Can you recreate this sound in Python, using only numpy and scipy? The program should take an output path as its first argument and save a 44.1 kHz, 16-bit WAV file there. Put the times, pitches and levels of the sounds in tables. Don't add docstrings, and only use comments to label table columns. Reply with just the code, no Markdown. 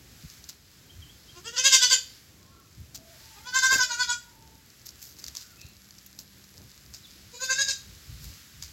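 import sys
import numpy as np
from scipy import signal
from scipy.fft import rfft, irfft, next_fast_len
from scipy.io import wavfile
from scipy.ndimage import map_coordinates

SR = 44100
rng = np.random.default_rng(int(sys.argv[2]) if len(sys.argv) > 2 else 0)


def wav_record(signal):
    frames = np.transpose(np.atleast_2d(signal))
    bounded = np.clip(frames, -1, 1)
    quanta = np.round(bounded * 32767).astype(np.int16)
    wavfile.write(sys.argv[1], SR, quanta)


N = 384672
TIME = np.arange(N) / SR


def amp(db):
    return 10 ** (np.asarray(db) / 20)


def unit(x):
    return x / np.sqrt(np.mean(x ** 2) + 1e-20)


def along(points, hz):
    f, v = np.transpose(points)
    return np.interp(np.log(hz + 1), np.log(f + 1), v)


def wobble(rate, size):
    knots = rng.standard_normal(int(size * rate / SR) + 4)
    return map_coordinates(knots, [np.arange(size) * rate / SR])


def coloured(x, spectrum):
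    m = next_fast_len(len(x) + 8192)
    return irfft(rfft(x, m) * amp(along(spectrum, np.fft.rfftfreq(m, 1 / SR))), m)[:len(x)]


def noise(spectrum, size=N):
    return unit(coloured(rng.standard_normal(size), spectrum))


def add(track, s, x):
    i = max(round(s * SR), 0)
    track[i:i + len(x)] += x[:N - i]


def swell(s, width_s):
    return np.exp(-.5 * ((TIME - s) / width_s) ** 2)


def strokes(rows):
    out = np.zeros(N)
    for s, db, fall in rows:
        t = np.arange(max(-2 * fall, -s), 10 * fall, 1 / SR)
        rise = 0.23 * fall
        add(out, s + t[0], amp(db) * np.exp(-np.maximum(-t / rise, t / fall)))
    return out


def whistles(rows, waver):
    out = np.zeros(N)
    for s, length, start_hz, glide, db in rows:
        u = np.linspace(0, 1, int(length * SR))
        hz = (start_hz + glide * length * u) * (1 + waver * wobble(123, len(u)))
        tone = np.sqrt(2) * np.sin(2 * np.pi * np.cumsum(hz) / SR)
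        add(out, s, amp(db) * np.sin(np.pi * u) * tone)
    return out


# f/Hz, relative level/dB
AIR_COLOUR = [(25, -22.5), (40, -7.5), (60, 1), (120, -1.5), (200, -8), (300, -10), (500, -18), (900, -23),
              (1500, -37.5), (3000, -82)]

def air():
    return amp(-58 + 1.9 * wobble(10, N)) * noise(AIR_COLOUR)


# f/Hz, relative level/dB
GRASS_COLOUR = [(300, -24), (800, -12.5), (1100, -2), (1600, 2.5), (3000, 0), (5000, 2), (7500, 1.5),
                (8500, -7), (9600, -14), (10700, -3.5), (11500, 0), (12500, -6), (16000, -5.5)]
# t/s, relative level/dB
HISS_LEVEL = [(0, -55), (.35, -49.5), (.6, -56.5), (1.3, -53.5), (2.1, -53), (2.6, -59.5), (3.3, -50.5),
              (4.5, -56.5), (5.3, -53.5), (5.8, -56), (7.2, -53.5), (8.2, -50.5)]

def grass():
    drift = amp(4 * wobble(7, N) + 1.5 * wobble(300, N))
    stir_colour = [(1000, -34), (3000, -8.5), (5000, -0.5), (7000, -16.5), (9000, -18.5), (16000, -29)]
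    stir = unit(drift * noise(stir_colour))
    level_db = np.interp(TIME, *np.transpose(HISS_LEVEL)) - 2.5 + 0.8 * wobble(8, N)
    return amp(level_db) * (noise(GRASS_COLOUR) + amp(-7) * stir)


# f/Hz, relative level/dB
DRY_LEAF = [(200, -22.5), (1500, -11), (3000, -8.5), (4800, 6), (7200, 1.5), (9300, -19.5),
            (12500, -8), (16000, -18.5)]
THIN_LEAF = [(3000, -24.5), (7000, -5.5), (9300, -16), (12500, -3.5), (16000, -7)]

def stray_ticks():
    ticks_per_s = 34 * np.maximum(.15, swell(5.9, width_s=.9))
    dry, thin = (rng.random((2, N)) < ticks_per_s / SR) * amp(rng.uniform(-8, 4, (2, N)))
    return amp(-28) * (coloured(dry, DRY_LEAF) + coloured(thin, THIN_LEAF))


# t/s, level/dB, width/s
PUFFS = [(0.247, -36, 0.0075), (0.983, -44.5, 0.04), (2.805, -43.5, 0.031), (5.65, -41.5, 0.0047),
         (6.905, -51, 0.038), (7.915, -51.5, 0.058), (8.115, -39.5, 0.026), (8.251, -43, 0.055),
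         (8.612, -50, 0.065)]

def air_puffs():
    level = sum(amp(db) * swell(s, width) for s, db, width in PUFFS)
    colour = [(25, -33), (55, 3), (90, 1.5), (150, -6), (260, -25.5), (600, -57), (2000, -90)]
    rumble = signal.hilbert(noise(colour))
    evened = rumble.real / np.sqrt(np.abs(rumble) + .1)
    return level * unit(evened)


# t/s, peak level/dB
SNAPS = [(0.3, -34), (0.4413, -31.5), (4.89, -27.5), (5.241, -23.5), (5.2645, -31), (5.282, -21.5),
         (5.3515, -25.5), (5.369, -20), (5.614, -33.5), (5.908, -33), (6.1895, -28), (6.5795, -33.5),
         (6.9458, -33), (8.6249, -22.5)]
# peak t/s, level/dB, fall/s, hiss compared with crackle/dB
RUSTLES = [(.32, -57, .1, -9), (.492, -36.5, .012, -13), (2.949, -39, 0.016, -9.5),
           (3.742, -30.5, .035, -12), (4.861, -45, 0.019, -4), (5.028, -49, .07, 3.5),
           (5.189, -41.5, 0.016, -11), (5.39, -46.5, 0.066, -17), (5.984, -45, 0.0067, -14),
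           (6.063, -49, 0.0074, 4), (6.192, -47, 0.014, 2), (6.945, -44, 0.032, -24), (8.23, -53, 0.067, 4),
           (8.632, -43, .035, -20)]

def leaves():
    shakes = [(s, db - 30, 0.031) for s, db in SNAPS]
    crackle_level = strokes([(s, db, fall) for s, db, fall, _ in RUSTLES] + shakes)
    hiss_level = strokes([(s, db + hiss_db, fall) for s, db, fall, hiss_db in RUSTLES])
    grains = rng.standard_normal(N) * amp(6 * wobble(1500, N) + 1.2 * wobble(140, N))
    out = crackle_level * unit(coloured(grains, DRY_LEAF))
    out += hiss_level * unit(coloured(grains, THIN_LEAF))
    t = np.arange(-.005, .03, 1 / SR)
    crack = (t >= 0) * amp(-60 * np.abs(t) / .015)
    for s, db in SNAPS:
        snap = coloured(rng.standard_normal(len(t)) * crack, DRY_LEAF)
        add(out, s + t[0], amp(db) * snap / np.abs(snap).max())
    return out


# t/s, starting f/Hz, slide/(Hz per s), level/dB
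CHIRPS = [(0.888, 2850, 16000, -55), (1.015, 3400, -16000, -51), (1.084, 2935, 16000, -55.5),
          (1.278, 3026, 11000, -54), (7.033, 3960, -17000, -50)]

def birds(length_s=0.032):
    return whistles([(s, length_s, hz, glide, db) for s, hz, glide, db in CHIRPS], waver=0.024)


# f/Hz, time to drop 60 dB/s
TREE_FADE = [(300, 0.77), (1500, 0.41), (5000, 0.44), (8000, 0.3664), (14000, 0.83)]

def tree_echoes(x, near_db, near_fade_s, far_db):
    hz, t, bands = signal.stft(rng.standard_normal(SR), SR, nperseg=256)
    tail = signal.istft(bands * amp(-60 * t / along(TREE_FADE, hz)[:, None]), SR, nperseg=256)[1]
    t = np.arange(len(tail)) / SR
    tail *= 1 - np.exp(-t / 0.041)
    trunks = (rng.random(len(t)) < 500 / SR) * rng.choice([-1, 1], len(t))
    scatter = trunks * amp(-60 * t / near_fade_s)
    echo = amp(near_db) * scatter / np.linalg.norm(scatter) + amp(far_db) * tail / np.linalg.norm(tail)
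    colour = [(500, 6.5), (1100, -4), (1600, 4), (2100, 3), (3500, 4.5), (8000, 2.5)]
    return x + coloured(signal.fftconvolve(x, echo)[:N], colour)


def bleat(throbs, throat, sag, jitter, rough, gap_db, width_s, first_db, second_db, mouth_db,
          mouth_grows, closing_db_per_s, fourth_db, rasp_lag_s, low_width, dull_db, thinning_db_per_s=0):
    s, pitch, rasp_db = np.transpose(throbs)
    t = np.arange(s[0] - .08, s[-1] + 0.0786, 1 / SR)
    effort_db = rasp_db - rasp_db.max()
    closing_db = closing_db_per_s * np.maximum(s - s[rasp_db.argmax()], 0)
    thinning_db = thinning_db_per_s * np.maximum(s - s.mean(), 0)

    def throbbing(db, between_db, lag=0, width=1):
        distance = np.abs(t - s[:, None] - lag) / (width * width_s)
        humps = np.exp(-.5 * distance ** 2.5)
        fade = np.interp(t, [s[1], s[2], s[-1], t[-1]], [0, 1, 1, 0])
        return np.maximum(amp(db) @ humps, amp(between_db + np.interp(t, s, db)) * fade)

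    slack = np.sin(np.pi * np.interp(t, np.r_[t[0], s, t[-1]], np.arange(len(s) + 2))) ** 2
    hz = np.interp(t, s, pitch) * (1 - sag * slack + .01 * wobble(100, len(t)))
    phase = 2 * np.pi * np.cumsum(hz * (1 + jitter * (1 + slack) * wobble(600, len(t)))) / SR
    first = throbbing(first_db + 0.09 * effort_db - closing_db, 2 * gap_db, width=low_width)
    second = throbbing(second_db + 0.69 * effort_db - thinning_db, 2 * gap_db, width=low_width)
    mouth = throbbing(mouth_db + mouth_grows * effort_db - closing_db, 1.5 * gap_db)
    mouth *= amp(1.5 * wobble(120, len(t)))
    low = np.sqrt(2) * (first * np.sin(phase) + second * np.cos(2 * phase))
    low += mouth * unit(np.sin(3 * phase) + amp(fourth_db) * np.cos(4 * phase))
    k = np.arange(5, 31)[:, None]
    softness = 1 - amp(np.interp(t, s, effort_db)) ** .5
    shifting_db = 4.5 * np.array([wobble(45, len(t)) for _ in k])
    gain = amp(along(throat, k * hz) + shifting_db - dull_db * softness * np.log2(k / 10))
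    gain /= np.sqrt(np.sum(gain ** 2, 0) / 2)
    buzz = np.sum(gain * np.cos(k * phase + rng.uniform(0, 2 * np.pi, k.shape)), 0)
    buzz *= amp(1.9 * wobble(300, len(t)))
    puffs = rng.standard_normal(len(t)) * (1 + np.cos(phase))
    puffs = coloured(puffs, [(500, -35.5), (1500, -19.5), (3000, -8.5), (6000, -14)])
    breath = unit(coloured(puffs, throat))
    breath_share = np.clip(rough * (1 + slack) * (1 - softness) ** 2, 0, 1)
    rasp = np.sqrt(1 - breath_share) * buzz + np.sqrt(breath_share) * breath
    out = np.zeros(N)
    add(out, t[0], low + throbbing(rasp_db, gap_db, lag=rasp_lag_s) * rasp)
    return out


# t/s, f/Hz, rasp level/dB
HARSH_THROBS = [(1.378, 349.4, -53), (1.475, 467, -39), (1.55, 491.5, -44.5), (1.592, 516.7, -26),
                (1.664, 550.6, -17), (1.742, 526.7, -13), (1.838, 498.3, -18), (1.926, 517.6, -17)]
ROUND_THROBS = [(3.383, 411.5, -58.5), (3.48, 503, -43), (3.565, 522, -25.5), (3.645, 524.6, -24.5),
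                (3.724, 531.2, -23.5), (3.812, 505.6, -25.5), (3.92, 476.8, -32), (4.012, 495.7, -28.5),
                (4.105, 482.5, -29.5)]
QUIET_THROBS = [(7.352, 483, -45.5), (7.428, 524.3, -31), (7.513, 523.2, -26), (7.603, 557.5, -26),
                (7.692, 544.3, -27)]
# f/Hz, relative level/dB
HARSH_THROAT = [(2500, -11), (3100, -4), (3600, -2.5), (4100, -11), (4800, 3.5), (5500, -6.5), (6400, 0.5),
                (7600, -4.5), (8300, -14), (9200, -29), (12500, -25), (16000, -38.5)]
ROUND_THROAT = [(2400, -6.5), (3100, -8.5), (3600, -1), (4200, -3.5), (4900, 6), (5600, -2.5), (6400, 3),
                (7500, 2.5), (8300, -19.5), (9200, -23.5), (12500, -19.5), (16000, -28.5)]
QUIET_THROAT = [(2600, -6.5), (3200, -19), (3800, 1), (4300, -8), (4900, 4), (5700, -8.5), (6500, 2),
                (7500, -8), (8300, -22), (9200, -27.5), (12000, -23.5), (16000, -44)]

def goats():
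    harsh = bleat(HARSH_THROBS, HARSH_THROAT, sag=.045, jitter=.01, rough=.15, gap_db=-19, width_s=.018,
                  first_db=-48.5, second_db=-35.5, mouth_db=-26.5, mouth_grows=.72, closing_db_per_s=3,
                  fourth_db=-4, rasp_lag_s=.0004, low_width=.83, dull_db=3.5)
    rounder = bleat(ROUND_THROBS, ROUND_THROAT, sag=.025, jitter=.005, rough=.05, gap_db=-17,
                    width_s=.022, first_db=-60.5, second_db=-31, mouth_db=-22, mouth_grows=1.14,
                    closing_db_per_s=1, fourth_db=-14.5, rasp_lag_s=.007, low_width=.61, dull_db=12.5)
    quiet = bleat(QUIET_THROBS, QUIET_THROAT, sag=.02, jitter=.006, rough=.06, gap_db=-11, width_s=.02,
                  first_db=-48, second_db=-41.5, mouth_db=-27, mouth_grows=2.7, closing_db_per_s=48,
                  fourth_db=-17, rasp_lag_s=.0088, low_width=.63, dull_db=-1, thinning_db_per_s=72)
    return harsh + rounder + quiet


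# t/s, length/s, starting f/Hz, slide/(Hz per s), level/dB
FAR_CALLS = [(2.35, .37, 1034, 279.5, -67.5), (2.48, .21, 1415, -600, -68), (2.93, 0.28, 666, -90, -67),
             (3.1, .64, 925, -115, -65), (3.76, 0.23, 631, -2, -66), (4.12, .5, 970, -220, -65.5),
             (5.33, 0.28, 1587, -930, -68.5), (5.56, .11, 2553, 1900, -61.5), (5.57, .13, 3830, 4500, -64)]

def far_animals():
    return whistles(FAR_CALLS, waver=0.035)


# t/s, level/dB
KNOCKS = [(3.724, -27), (3.741, -30), (3.758, -31.5), (3.79, -34.5)]

def stem_knocks():
    out, t = np.zeros(N), np.arange(SR // 30) / SR
    for s, db in KNOCKS:
        hz = 329.2 * amp(2 * rng.standard_normal())
        tap = np.sin(2 * np.pi * hz * t) * np.exp(-t / 0.0013)
        scuff = noise([(80, 3), (250, 0), (800, -1.5), (2500, -3.5), (8000, -46.5)], len(t))
        add(out, s, amp(db) * (tap + 0.52 * scuff * np.exp(-t / 0.016)))
    return out


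def insects():
    buzz = noise([(10000, -57.5), (11100, -7), (11400, 3.5), (11750, -3), (13000, -55)])
    return amp(-71.5) * swell(5.9, width_s=1.3) * buzz


def far_hum(peak_s=5.9, rise_db_per_s=22.5, fall_db_per_s=4.5):
    hz = 196 + 4.86 * wobble(21, N)
    level_db = -61 - np.maximum(rise_db_per_s * (peak_s - TIME), fall_db_per_s * (TIME - peak_s))
    return amp(level_db + 0.89 * wobble(6.2, N)) * np.sin(2 * np.pi * np.cumsum(hz) / SR)


def scene():
    calls = tree_echoes(goats(), near_db=-6.5, near_fade_s=.22, far_db=-18)
    calls += tree_echoes(birds(), near_db=-9, near_fade_s=.24, far_db=-12)
    calls += tree_echoes(far_animals(), near_db=0, near_fade_s=.37, far_db=-5)
    close = leaves() + stray_ticks() + air_puffs() + stem_knocks()
    background = air() + grass() + insects() + far_hum()
    return (calls + close + background)[None]


def record(dry):
    bottom_hz, top_hz, ceiling = 47, 15950, .92
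    lean = signal.sosfilt(signal.butter(5, bottom_hz, "highpass", fs=SR, output="sos"), dry)
    rounded = lean / (1 + np.abs(lean / ceiling) ** 8) ** (1 / 8)
    m = next_fast_len(N + 8192)
    return irfft(rfft(rounded, m) * (np.fft.rfftfreq(m, 1 / SR) < top_hz), m)[..., :N]


dry = scene()
out = record(dry)
wav_record(out)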